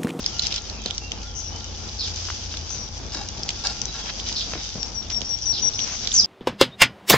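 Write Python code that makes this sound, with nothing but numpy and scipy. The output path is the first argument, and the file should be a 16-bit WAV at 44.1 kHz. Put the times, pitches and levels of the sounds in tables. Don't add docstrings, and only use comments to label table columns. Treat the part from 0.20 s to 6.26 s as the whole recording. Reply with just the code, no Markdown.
import sys
import numpy as np
from scipy import signal
from scipy.fft import rfft, irfft, next_fast_len
from scipy.io import wavfile
from scipy.ndimage import map_coordinates

SR = 44100
rng = np.random.default_rng(int(sys.argv[2]) if len(sys.argv) > 2 else 0)


def materialize(psi):
    bounded = np.clip(np.atleast_2d(psi).T, -1, 1)
    quanta = np.round(bounded * 32767).astype(np.int16)
    wavfile.write(sys.argv[1], SR, quanta)


N = 267246


def amp(db):
    return 10 ** (np.asarray(db) / 20)


def unit(x):
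    return x / np.sqrt(np.mean(x ** 2) + 1e-20)


def along(points, hz):
    f, v = np.transpose(points)
    return np.interp(np.log(hz + 1), np.log(f), v)


def curves(rows):
    s, *columns = np.transpose(rows)
    time = np.arange(N) / SR
    return [np.interp(time, s, column) for column in columns]


def wobble(rate, size=N):
    knots = rng.standard_normal(int(size * rate / SR) + 4)
    return map_coordinates(knots, [np.arange(size) * rate / SR])


def filtered(x, response):
    m = next_fast_len(N + SR // 4)
    return irfft(rfft(x, m) * response(np.fft.rfftfreq(m, 1 / SR)), m)[..., :N]


def add(track, s, x):
    i = min(max(round(s * SR), 0), N)
    track[:, i:i + x.shape[-1]] += x[..., :N - i]


def panned(db):
    gains = amp([[db / 2], [-db / 2]])
    return unit(gains)


def tone(hz):
    return np.sqrt(2) * np.sin(2 * np.pi * np.cumsum(hz) / SR)


# frequency in Hz, likeness from 0 to 1.
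SIDE_LIKENESS = [(60, 0.74), (130, 0.62), (290, 0.59), (650, 0.63), (1440, 0.19), (3200, 0.063),
                 (7090, 0.036)]


def coloured(pair, spectrum):
    def mid_and_side(hz):
        turn = np.arccos(np.clip(along(SIDE_LIKENESS, hz), 0, 1)) / 2
        return amp(along(spectrum, hz)) * [np.cos(turn), np.sin(turn)]

    mid, side = filtered(pair, mid_and_side)
    return unit(np.array([mid + side, mid - side]))


def grains(rate, spread_db, smooth):
    hits = rng.random((2, N)) < rate / SR
    size = amp(spread_db * np.minimum(rng.exponential(size=(2, N)), 4))
    snaps = unit(hits * size * rng.choice([-1, 1], (2, N)))
    return snaps + smooth * rng.standard_normal((2, N))


def ticks(rate, spread_db, centre_hz, octaves, ring):
    out, t = np.zeros((2, N)), np.arange(SR // 50) / SR
    for when, size, pitch, side in rng.random((round(rate * N / SR), 4)):
        hz = centre_hz * 2 ** (octaves * (pitch - .5))
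        fade = amp(-60 * t / ring)
        tick = np.sin(2 * np.pi * hz * t) * fade * (1 - np.exp(-t * hz))
        level_db = spread_db * min(-np.log(1 - size), 3)
        add(out, when * N / SR, panned(12 * (side - .5)) * amp(level_db) * tick)
    return out


def garden(x, t60, gap=0.0013):
    t = np.arange(SR // 4) / SR
    tail = rng.standard_normal((2, len(t))) * amp(-60 * t / t60) * (t > gap)
    return signal.fftconvolve(x, tail / np.linalg.norm(tail[0]), axes=1)[:, :N]


def off_wall(x):
    return np.pad(x, ((0, 0), (round(.047 * SR), 0)))[:, :N]


# time in seconds, level in dB before a 2 dB lift,
# mouth resonance in Hz, amount of splash against the ring, left-right difference in dB.
MOUTH_SMACKS = [(0.043, -19, 3740, 0.31, -2), (0.0617, -5.5, 5180, 0.17, -2),
                (0.1934, -10.5, 4100, 0.23, -3), (0.1948, -7, 4300, 0.25, 1), (0.2212, -17, 4680, 0.28, -2),
                (0.2367, -15, 5300, .4, 2), (0.2425, -15, 4300, 0.37, -2), (0.268, -8, 5070, 0.71, 6),
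                (0.325, -19, 3870, 0.26, 0), (0.341, -16, 4700, 0.78, -5), (0.3612, -9, 5240, 0.66, -2),
                (0.381, -19, 3520, 0.34, -2), (0.498, -18, 4730, 0.42, -10), (0.6594, -10, 4270, 0.57, 0.5),
                (0.703, -20, 3200, 0.28, -5), (0.7079, -12, 3360, 0.44, -0.5), (0.748, -25, 6060, 0.22, 0),
                (0.7797, -11.5, 5700, 0.48, -1), (0.918, -12, 3050, 0.54, 1),
                (1.3605, -22, 5480, 0.53, 5.5), (1.443, -22.5, 5860, 0.59, 6), (2.547, -30, 6170, 0.33, 0),
                (4.0877, -16, 5740, 0.39, 3), (1.9597, -19, 5830, 0.7, 12), (2.1047, -20, 6040, 0.41, -1),
                (2.37, -19, 3800, 1, 1), (2.921, -22, 4900, 0.28, -2), (3.087, -16.5, 5800, .4, -2),
                (3.2329, -12.5, 5080, 0.19, 1), (3.2903, -8.5, 3020, 0.76, -1),
                (3.304, -13.5, 3270, 0.77, 5), (3.47, -6.5, 4630, 0.66, -1), (3.616, -12, 5800, 0.49, 3),
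                (3.655, -14, 5830, 0.25, 2), (3.999, -18.5, 3460, .3, -1), (4.1257, -15, 5420, 0.87, -6),
                (4.6293, -11, 5250, 0.25, -1), (4.827, -28, 3800, .7, -5), (4.9002, -18, 3380, 0.81, -4.5),
                (4.9454, -20, 3600, .3, 0), (5.0065, -17, 5800, .3, -13), (5.016, -14.5, 3270, 1, -4),
                (5.1873, -22, 5900, 0.58, 7.5), (5.257, -28, 3550, 0.38, 1), (5.5353, -20, 4130, 0.49, 0),
                (5.591, -11.5, 3000, .6, -2.5), (5.6012, -17, 3460, 0.57, -10),
                (5.8546, -20, 3620, .2, -4.5), (5.8724, -8, 5340, 0.91, -3.5),
                (5.891, -24, 3700, .5, -13.5), (5.9174, -15, 3580, 0.13, -7)]


def smacks(rise=0.00053, splash_t60=0.014):
    out, t = np.zeros((2, N)), np.arange(SR // 30) / SR
    splash_tone = [(400, -29.0), (1500, -12.0), (3200, 4.5), (6000, 6.5), (8000, -7)]  # Hz, dB
    spray = coloured(rng.standard_normal((2, N)), splash_tone)
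    pop = (t / rise) ** 2 * np.exp(2 - 2 * t / rise)
    splash_shape = amp(-60 * t / splash_t60) * (1 - np.exp(-t / rise))
    for s, db, hz, splash, side_db in MOUTH_SMACKS:
        phase = rng.uniform(0, 2 * np.pi) + rng.normal(0, 0.95, (2, 1))
        cavity = np.sin(2 * np.pi * hz * t + phase) * pop
        i = rng.integers(N - len(t))
        snaps = spray[:, i:i + len(t)] * splash_shape
        click = cavity + 1.35 * splash * snaps
        add(out, s + .0004, amp(db + 2.0) * panned(side_db) * click / np.abs(click).max())
    return out + amp(-12) * garden(out, t60=0.21)


def nibbles():
    return amp(-32) * ticks(rate=22, spread_db=3, centre_hz=4500, octaves=1.2, ring=0.007)


# time in seconds, crackle level in dB.
CHEWING_LEVEL = [(0, -36), (.27, -33), (.46, -39), (1.0, -41), (1.55, -40), (1.92, -34), (2.02, -32),
                 (2.4, -36), (2.74, -39.5), (3.6, -35), (4.3, -32.5), (4.8, -39.5), (5.25, -38.5),
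                 (5.45, -34.5), (5.9, -32.5)]
# frequency in Hz, level in dB.
CRACKLE_TONE = [(880, -19), (1500, -11.5), (1900, -13.5), (2270, -10.5), (3130, -5), (4160, -5.5),
                (4930, 3.5), (5410, 0), (5830, 3), (7540, -15.5), (9800, -43.5), (16600, -120)]
# frequency in Hz, level in dB.
SHUFFLE_TONE = [(65, -34), (110, 0), (139, -1.5), (220, -2.5), (423, -8), (475, -6.5), (617, -10),
                (823, -7), (1030, -13), (1410, -15.5), (2030, -20), (2500, -16), (3250, -56.5),
                (5500, -120)]
SHUFFLE_DB = -43
SHUFFLE_FOLLOWS = 0.095


def chewing():
    crackle_db, = curves(CHEWING_LEVEL)
    shuffle_db = SHUFFLE_DB + SHUFFLE_FOLLOWS * (crackle_db - crackle_db.mean())
    crackle = coloured(grains(rate=1000, spread_db=5.0, smooth=1.22), CRACKLE_TONE)
    shuffle = coloured(grains(rate=300, spread_db=3.5, smooth=1.54), SHUFFLE_TONE)
    crackle = crackle * amp(crackle_db + 1.55 * wobble(25))
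    shuffle = shuffle * amp(shuffle_db + 2.23 * wobble(14))
    return crackle + shuffle


# start in seconds, length in seconds, tearing level in dB, scrape level in dB.
MEAT_TUGS = [(0.201, 0.1, -30, -61), (0.288, 0.12, -31, -47), (0.66, 0.036, -36, -61),
             (2.286, 0.15, -38, -65), (3.849, 0.069, -32.5, -36), (4.049, 0.061, -33, -59),
             (4.313, 0.12, -39.5, -44), (4.898, 0.032, -29.5, -40), (5.645, 0.13, -46.5, -40.5)]
# frequency in Hz, level in dB.
TEAR_TONE = [(1200, -22.5), (2300, -7), (3300, 2), (4500, -8.5), (5300, 3.5), (6200, -10), (7500, -22.5),
             (9800, -42.5)]
# frequency in Hz, level in dB.
SCRAPE_TONE = [(200, -20), (500, -5.5), (900, -1), (1600, -0.5), (2600, 1), (5000, -30.5), (9000, -60)]


def tugs():
    out = np.zeros((2, N))
    fibres = coloured(grains(rate=800, spread_db=3.5, smooth=0.4), TEAR_TONE)
    snaps = unit(ticks(rate=260, spread_db=3, centre_hz=4400, octaves=.8, ring=.006))
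    fits = unit(amp(2.4 * wobble(150)))
    tearing = unit(fibres + snaps) * fits
    scrape = coloured(grains(rate=1100, spread_db=-0.5, smooth=0.95), SCRAPE_TONE) * fits
    for s, length, tear_db, scrape_db in MEAT_TUGS:
        part = slice(round(s * SR), round((s + length) * SR))
        tug = amp(tear_db) * tearing[:, part] + amp(scrape_db) * scrape[:, part]
        add(out, s, tug * signal.windows.tukey(tug.shape[1], .55))
    return out


def resonated(x, modes, pitch):
    f = np.fft.rfftfreq(x.shape[-1], 1 / SR) / pitch
    body = sum(amp(db) * 1j * f * width / (centre * centre - f * f + 1j * f * width)
               for centre, width, db in modes)
    return irfft(rfft(x) * body, x.shape[-1])


# start in seconds, length in seconds,
# nose level in dB, nostril level in dB, pitch of the nose's resonances as a factor of their usual one.
NOSE_SNUFFLES = [(2.491, 0.09, -45.5, -48, .95), (2.918, 0.042, -37, -32.5, 1.02),
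                 (2.955, 0.115, -37, -38.5, 1), (3.43, 0.108, -33, -29, 1),
                 (3.729, 0.098, -39.5, -45.5, 0.98)]
# resonance in Hz, its width in Hz, its strength in dB.
SNOUT_RESONANCES = [(840, 134, 6.5), (1090, 86, -0.5), (1406, 80, 3.5), (1615, 120, 3), (2236, 87, -3),
                    (2750, 91, 4), (3200, 77, 0), (3840, 180, 4)]
# resonance in Hz, its width in Hz, its strength in dB.
NOSTRIL_RESONANCES = [(3670, 110, -5), (4320, 90, 4), (4720, 53, 8.5), (5100, 130, 6), (5560, 100, -15)]


def snuffles(bubbling=1.8, breath=.4):
    out = np.zeros((2, N))
    bubbles = grains(rate=300, spread_db=3, smooth=0) * bubbling
    flow = unit(bubbles + rng.standard_normal((2, N))) * amp(2.5 * wobble(130))
    hiss = coloured(flow, CRACKLE_TONE)
    for s, length, nose_db, nostril_db, pitch in NOSE_SNUFFLES:
        part = slice(round(s * SR), round((s + length) * SR))
        both_sides = flow[:, part] + .5 * flow[::-1, part]
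        nose = unit(resonated(both_sides, SNOUT_RESONANCES, pitch))
        nostrils = unit(resonated(flow[:, part], NOSTRIL_RESONANCES, pitch)) + breath * hiss[:, part]
        air = amp(nose_db) * nose + amp(nostril_db) * nostrils
        add(out, s, air * signal.windows.tukey(air.shape[1], .45))
    return out


def push(hz):
    u = 2 * np.pi * hz * np.arange(SR // 8) / SR
    x = u * (1 - u / 2) * np.exp(-u)
    return x / x.max()


def puff(hz, t60, attack):
    t = np.arange(SR // 8) / SR
    band = signal.butter(2, [hz / 3, hz * 2.3], "bandpass", fs=SR)
    x = signal.lfilter(*band, rng.standard_normal(len(t)))
    x = x * amp(-60 * t / t60) * (1 - np.exp(-t / attack))
    return x / np.abs(x).max()


# time in seconds, slap level in dB, slap's rough pitch in Hz, ground thump level in dB.
TURF_THUDS = [(0.659, -24.5, 386, -27), (2.087, -24, 1060, -57), (2.102, -15.5, 1510, -44),
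              (2.341, -24.5, 1200, -41.5), (2.921, -33.5, 720, -38.5), (2.957, -36.5, 394, -30),
              (4.3354, -15.5, 1000, -34), (4.3543, -26, 820, -22.5), (4.556, -36, 504, -23),
              (4.58, -36, 404, -29.5), (5.01, -43.5, 450, -28.5)]
TURF_HZ, TURF_T60 = 201, 0.097


def thuds(cycles=16, attack=0.00063, squelch=0.71):
    out = np.zeros((2, N))
    for s, slap_db, hz, thump_db in TURF_THUDS:
        slap = push(hz) + squelch * puff(hz, cycles / hz, attack)
        thump = push(TURF_HZ) + squelch * puff(TURF_HZ, TURF_T60, attack)
        add(out, s, amp(slap_db) * slap + amp(thump_db) * thump)
    return out


# start in seconds, held pitch in Hz, level in dB before the note's swell.
WHISTLE_RUN = [(4.585, 5520, -34), (4.74, 5570, -31), (4.917, 5505, -26), (5.086, 5560, -26),
               (5.251, 5650, -23), (5.416, 5680, -20.5), (5.577, 5700, -27.5)]
WHISTLE_S, WHISTLE_DROP_HZ, WHISTLE_SETTLE_S = 0.078, 531, 0.016
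WHISTLE_HOOK_HZ = 90


def whistles(swell_db=8, waver_hz=24):
    out, t = np.zeros((2, N)), np.arange(round(WHISTLE_S * SR)) / SR
    u = t / t[-1]
    glide = WHISTLE_DROP_HZ * np.exp(-t / WHISTLE_SETTLE_S) + WHISTLE_HOOK_HZ * u ** 10
    shape = signal.windows.tukey(len(t), .25)
    for s, hz, db in WHISTLE_RUN:
        level_db = db + swell_db * (np.sqrt(u) - .7) + 1.8 * wobble(120, len(t))
        note = tone(hz + glide + waver_hz * wobble(164, len(t)))
        add(out, s, panned(6.6) * amp(level_db) * shape * note)
    return out + amp(-17) * off_wall(out) + amp(-13) * garden(out.mean(0)[None], t60=.35)


# time in seconds, pitch in Hz, level in dB before the mix.
CALL_CURVE = [(5.912, 5700, -46), (5.926, 7550, -32), (5.936, 6750, -28), (5.945, 6350, -20),
              (5.957, 5820, -18), (5.96, 5950, -27), (5.964, 5950, -11.5), (5.972, 5900, -26),
              (5.979, 5600, -10), (5.987, 5350, -14), (5.991, 5300, -18), (6.001, 4900, -9),
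              (6.006, 4600, -24), (6.014, 4200, -38), (6.05, 3100, -44)]
CALL_DB, CALL_ECHO_DB = 1, -5


def near_call(second_voice=1.11, second_db=-11):
    hz, db = curves(CALL_CURVE)
    first = tone(hz + 110 * wobble(900))
    second = tone(second_voice * hz + 300 * wobble(1200))
    voices = first + amp(second_db) * second
    time = np.arange(N) / SR
    sounding = (time > CALL_CURVE[0][0]) & (time < CALL_CURVE[-1][0])
    call = (voices * amp(db + 2.2 * wobble(450)) * sounding)[None]
    wall = off_wall(call) + .6 * garden(off_wall(call), t60=.04)
    direct = amp(CALL_DB) * panned(-6) * call
    return direct + amp(-9.5) * panned(-5) * wall + amp(CALL_ECHO_DB) * garden(call, t60=.19)


def slur(length, start_hz, end_hz, bend, fade):
    u = np.linspace(0, 1, round(length * SR))
    return end_hz + (start_hz - end_hz) * (1 - u) ** bend, signal.windows.tukey(len(u), fade)


def rasp(length, start_hz, end_hz, width_hz, trill_hz=115, rough=0.54):
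    hz, shape = slur(length, start_hz, end_hz, bend=0.9, fade=0.27)
    cycle = np.cumsum(trill_hz * (1 + 0.13 * wobble(80, len(hz)))) / SR % 1
    shake = np.cos(np.pi * cycle) + rough * wobble(900, len(hz))
    sweeps = tone(hz + width_hz * shake) * np.sin(np.pi * cycle)
    return shape * unit(sweeps * amp(1.5 * wobble(242, len(hz))))


# start in seconds, level in dB before the mix in chirps().
RASP_PAIRS = [(1.147, -33), (2.492, -33), (5.701, -34.5)]
HIGH_NOTE_HZ, HIGH_WIDTH_HZ = 6050, 430
LOW_NOTE_HZ, LOW_WIDTH_HZ, LOW_NOTE_DB = 5720, 140, -2.5
RASP_S, NOTE_GAP_S = 0.07, 0.085


def two_note_calls():
    out = np.zeros((2, N))
    for s, db in RASP_PAIRS:
        left = panned(3.6) * amp(db)
        high = rasp(RASP_S, HIGH_NOTE_HZ, HIGH_NOTE_HZ, HIGH_WIDTH_HZ)
        low = rasp(RASP_S, LOW_NOTE_HZ, LOW_NOTE_HZ, LOW_WIDTH_HZ)
        add(out, s, left * high)
        add(out, s + NOTE_GAP_S, left * amp(LOW_NOTE_DB) * low)
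    return out


# start pitch in Hz, end pitch in Hz, level in dB against each other.
CHIRP_VOICES = [(4650, 3200, 0), (5250, 4650, -1)]
HARSH_S, HARSH_FADE_DB, FLUTTER_HZ = 0.095, 12, 170


def harsh_chirp(scatter_hz=300, depth_db=6):
    note = 0
    for start_hz, end_hz, db in CHIRP_VOICES:
        hz, shape = slur(HARSH_S, start_hz, end_hz, bend=1.1, fade=.4)
        size = len(hz)
        beat = 2 * np.pi * np.cumsum(FLUTTER_HZ * (1 + .4 * wobble(200, size))) / SR
        level_db = db + depth_db * np.cos(beat) + 2.5 * wobble(170, size)
        level_db = level_db - HARSH_FADE_DB * np.linspace(0, 1, size)
        note = note + amp(level_db) * shape * tone(hz + scatter_hz * wobble(1100, size))
    return unit(note)


# start in seconds, level in dB before the mix in chirps().
CHIRP_TIMES = [(1.782, -30), (4.146, -29), (5.317, -30)]


def harsh_chirps():
    out = np.zeros((2, N))
    for s, db in CHIRP_TIMES:
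        add(out, s, panned(-0.43) * amp(db) * harsh_chirp())
    return out


PICKUP_LEAD_S, PICKUP_S = 0.04, 0.034
PICKUP_HZ, PICKUP_WIDTH_HZ = 5600, 400
PICKUP_DB, PICKUP_LEFT_DB = -29.5, 0


def pickup_rasps():
    out = np.zeros((2, N))
    for s, *_ in WHISTLE_RUN[3:]:
        note = rasp(PICKUP_S, PICKUP_HZ, PICKUP_HZ, PICKUP_WIDTH_HZ)
        add(out, s - PICKUP_LEAD_S, panned(PICKUP_LEFT_DB) * amp(PICKUP_DB) * note)
    return out


def chirps():
    notes = two_note_calls() + harsh_chirps() + pickup_rasps()
    return amp(-1.5) * notes + amp(-12) * off_wall(notes) + amp(-3) * garden(notes, t60=0.24)


# start in seconds, length in seconds,
# start pitch in Hz, end pitch in Hz, level in dB before the mix.
SONG_NOTES = [(.115, .05, 3250, 2780, -45), (.15, .06, 2750, 3120, -44), (.515, .05, 2950, 2550, -50),
              (.55, .06, 2280, 2700, -49), (.575, .09, 3350, 3050, -47), (.8, .1, 2700, 2780, -45.5),
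              (1.045, .08, 3650, 3100, -50), (1.305, .06, 2950, 3060, -49), (3.655, .09, 3980, 3840, -46),
              (3.76, .14, 3330, 3200, -44.5), (4.02, .1, 3020, 2900, -48), (4.36, .14, 3780, 3600, -45)]
SONG_DB = -2


def far_song():
    out = np.zeros((2, N))
    for s, length, start_hz, end_hz, db in SONG_NOTES:
        hz, shape = slur(length, start_hz, end_hz, bend=1.2, fade=.5)
        level_db = db + 1.5 * wobble(70, len(hz))
        add(out, s, panned(-2) * amp(level_db) * shape * tone(hz + 25 * wobble(150, len(hz))))
    return amp(SONG_DB) * (out + 1.56 * garden(out, t60=0.36))


def twitter(rate=34, db=-59, centre_hz=3450, swing=.13):
    out = np.zeros((2, N))
    for when, pitch, glide, size in rng.random((round(rate * N / SR), 4)):
        start_hz = centre_hz * 2 ** (.65 * (pitch - .5))
        end_hz = start_hz * (1 + swing * (2 * glide - 1.2))
        hz, shape = slur(0.06, start_hz, end_hz, bend=1, fade=0.45)
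        note = shape * tone(hz + 90 * wobble(200, len(hz)))
        add(out, when * N / SR, amp(db + 7 * size) * panned(-5) * note)
    return .5 * out + garden(out, t60=0.07)


# time in seconds, low hum in dB, high hum in dB, both before a 2.5 dB cut.
HUM_LEVELS = [(0, -41, -44), (1.0, -38, -41.5), (2.0, -41.5, -35), (3.0, -40.5, -43), (4.7, -39.5, -51),
              (6.06, -55.5, -52.5)]
HUM_PITCHES = [54.2, 84.9]
# average pitch in Hz, level in dB.
WHINE_TONES = [(218, -57), (830, -62.5)]
# frequency in Hz, level in dB.
RUMBLE_TONE = [(12, -36), (20, -8.5), (70, 1), (100, -2.5), (160, -19.5), (210, -35), (350, -120)]


def motor():
    hums = sum(amp(db - 2.5 + 1.4 * wobble(6.4)) * tone(hz + 1.224 * wobble(6))
               for hz, db in zip(HUM_PITCHES, curves(HUM_LEVELS)))
    whine = sum(amp(db + 4 * wobble(14)) * tone(hz * (1 + .012 * wobble(40)))
                for hz, db in WHINE_TONES)
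    rumble = coloured(rng.standard_normal((2, N)), RUMBLE_TONE)
    return hums + whine + amp(-41.5) * rumble


# start in seconds, length in seconds, level in dB.
FAR_TONE_TIMES = [(0.09, .17, -54), (0.3, .17, -55), (0.66, .1, -55), (1.0, .26, -57), (1.38, .12, -56),
                  (1.56, .14, -56), (3.3, .42, -56)]
FAR_TONE_HZ = 1387


def far_tone():
    out = np.zeros((2, N))
    for s, length, db in FAR_TONE_TIMES:
        hz, shape = slur(length, FAR_TONE_HZ, FAR_TONE_HZ, bend=1, fade=.5)
        level_db = db + 3 * wobble(25, len(hz))
        add(out, s, amp(level_db) * shape * tone(hz + 22 * wobble(70, len(hz))))
    return out


def scene():
    puppies = smacks() + nibbles() + chewing() + tugs() + snuffles() + thuds()
    birds = whistles() + near_call() + chirps() + far_song() + twitter()
    return puppies + birds + motor() + far_tone()


# frequency in Hz, left-right difference in dB.
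MICROPHONE_BALANCE = [(60, 0.5), (79, 3.5), (110, -0.5), (140, -3), (180, 9.5), (240, -4), (320, 6.5),
                      (430, 0.5), (570, 2.5), (750, 2.5), (990, 1.5), (1320, 5.5), (1740, -0.5), (2310, -2),
                      (3050, -3.5), (4040, -5.5), (5350, 5), (7090, 7)]
LEAD_S = 0.00004
TOP_HZ = 7700


def record(dry):
    sides = np.array([[1], [-1]])

    def microphones(hz):
        lead = np.exp(1j * np.pi * hz * LEAD_S * sides)
        return lead * amp(sides * along(MICROPHONE_BALANCE, hz) / 2)

    pair = filtered(dry, microphones)
    return filtered(pair, lambda hz: 1 / np.sqrt(1 + (hz / TOP_HZ) ** 70))


dry = scene()
out = record(dry)
materialize(out)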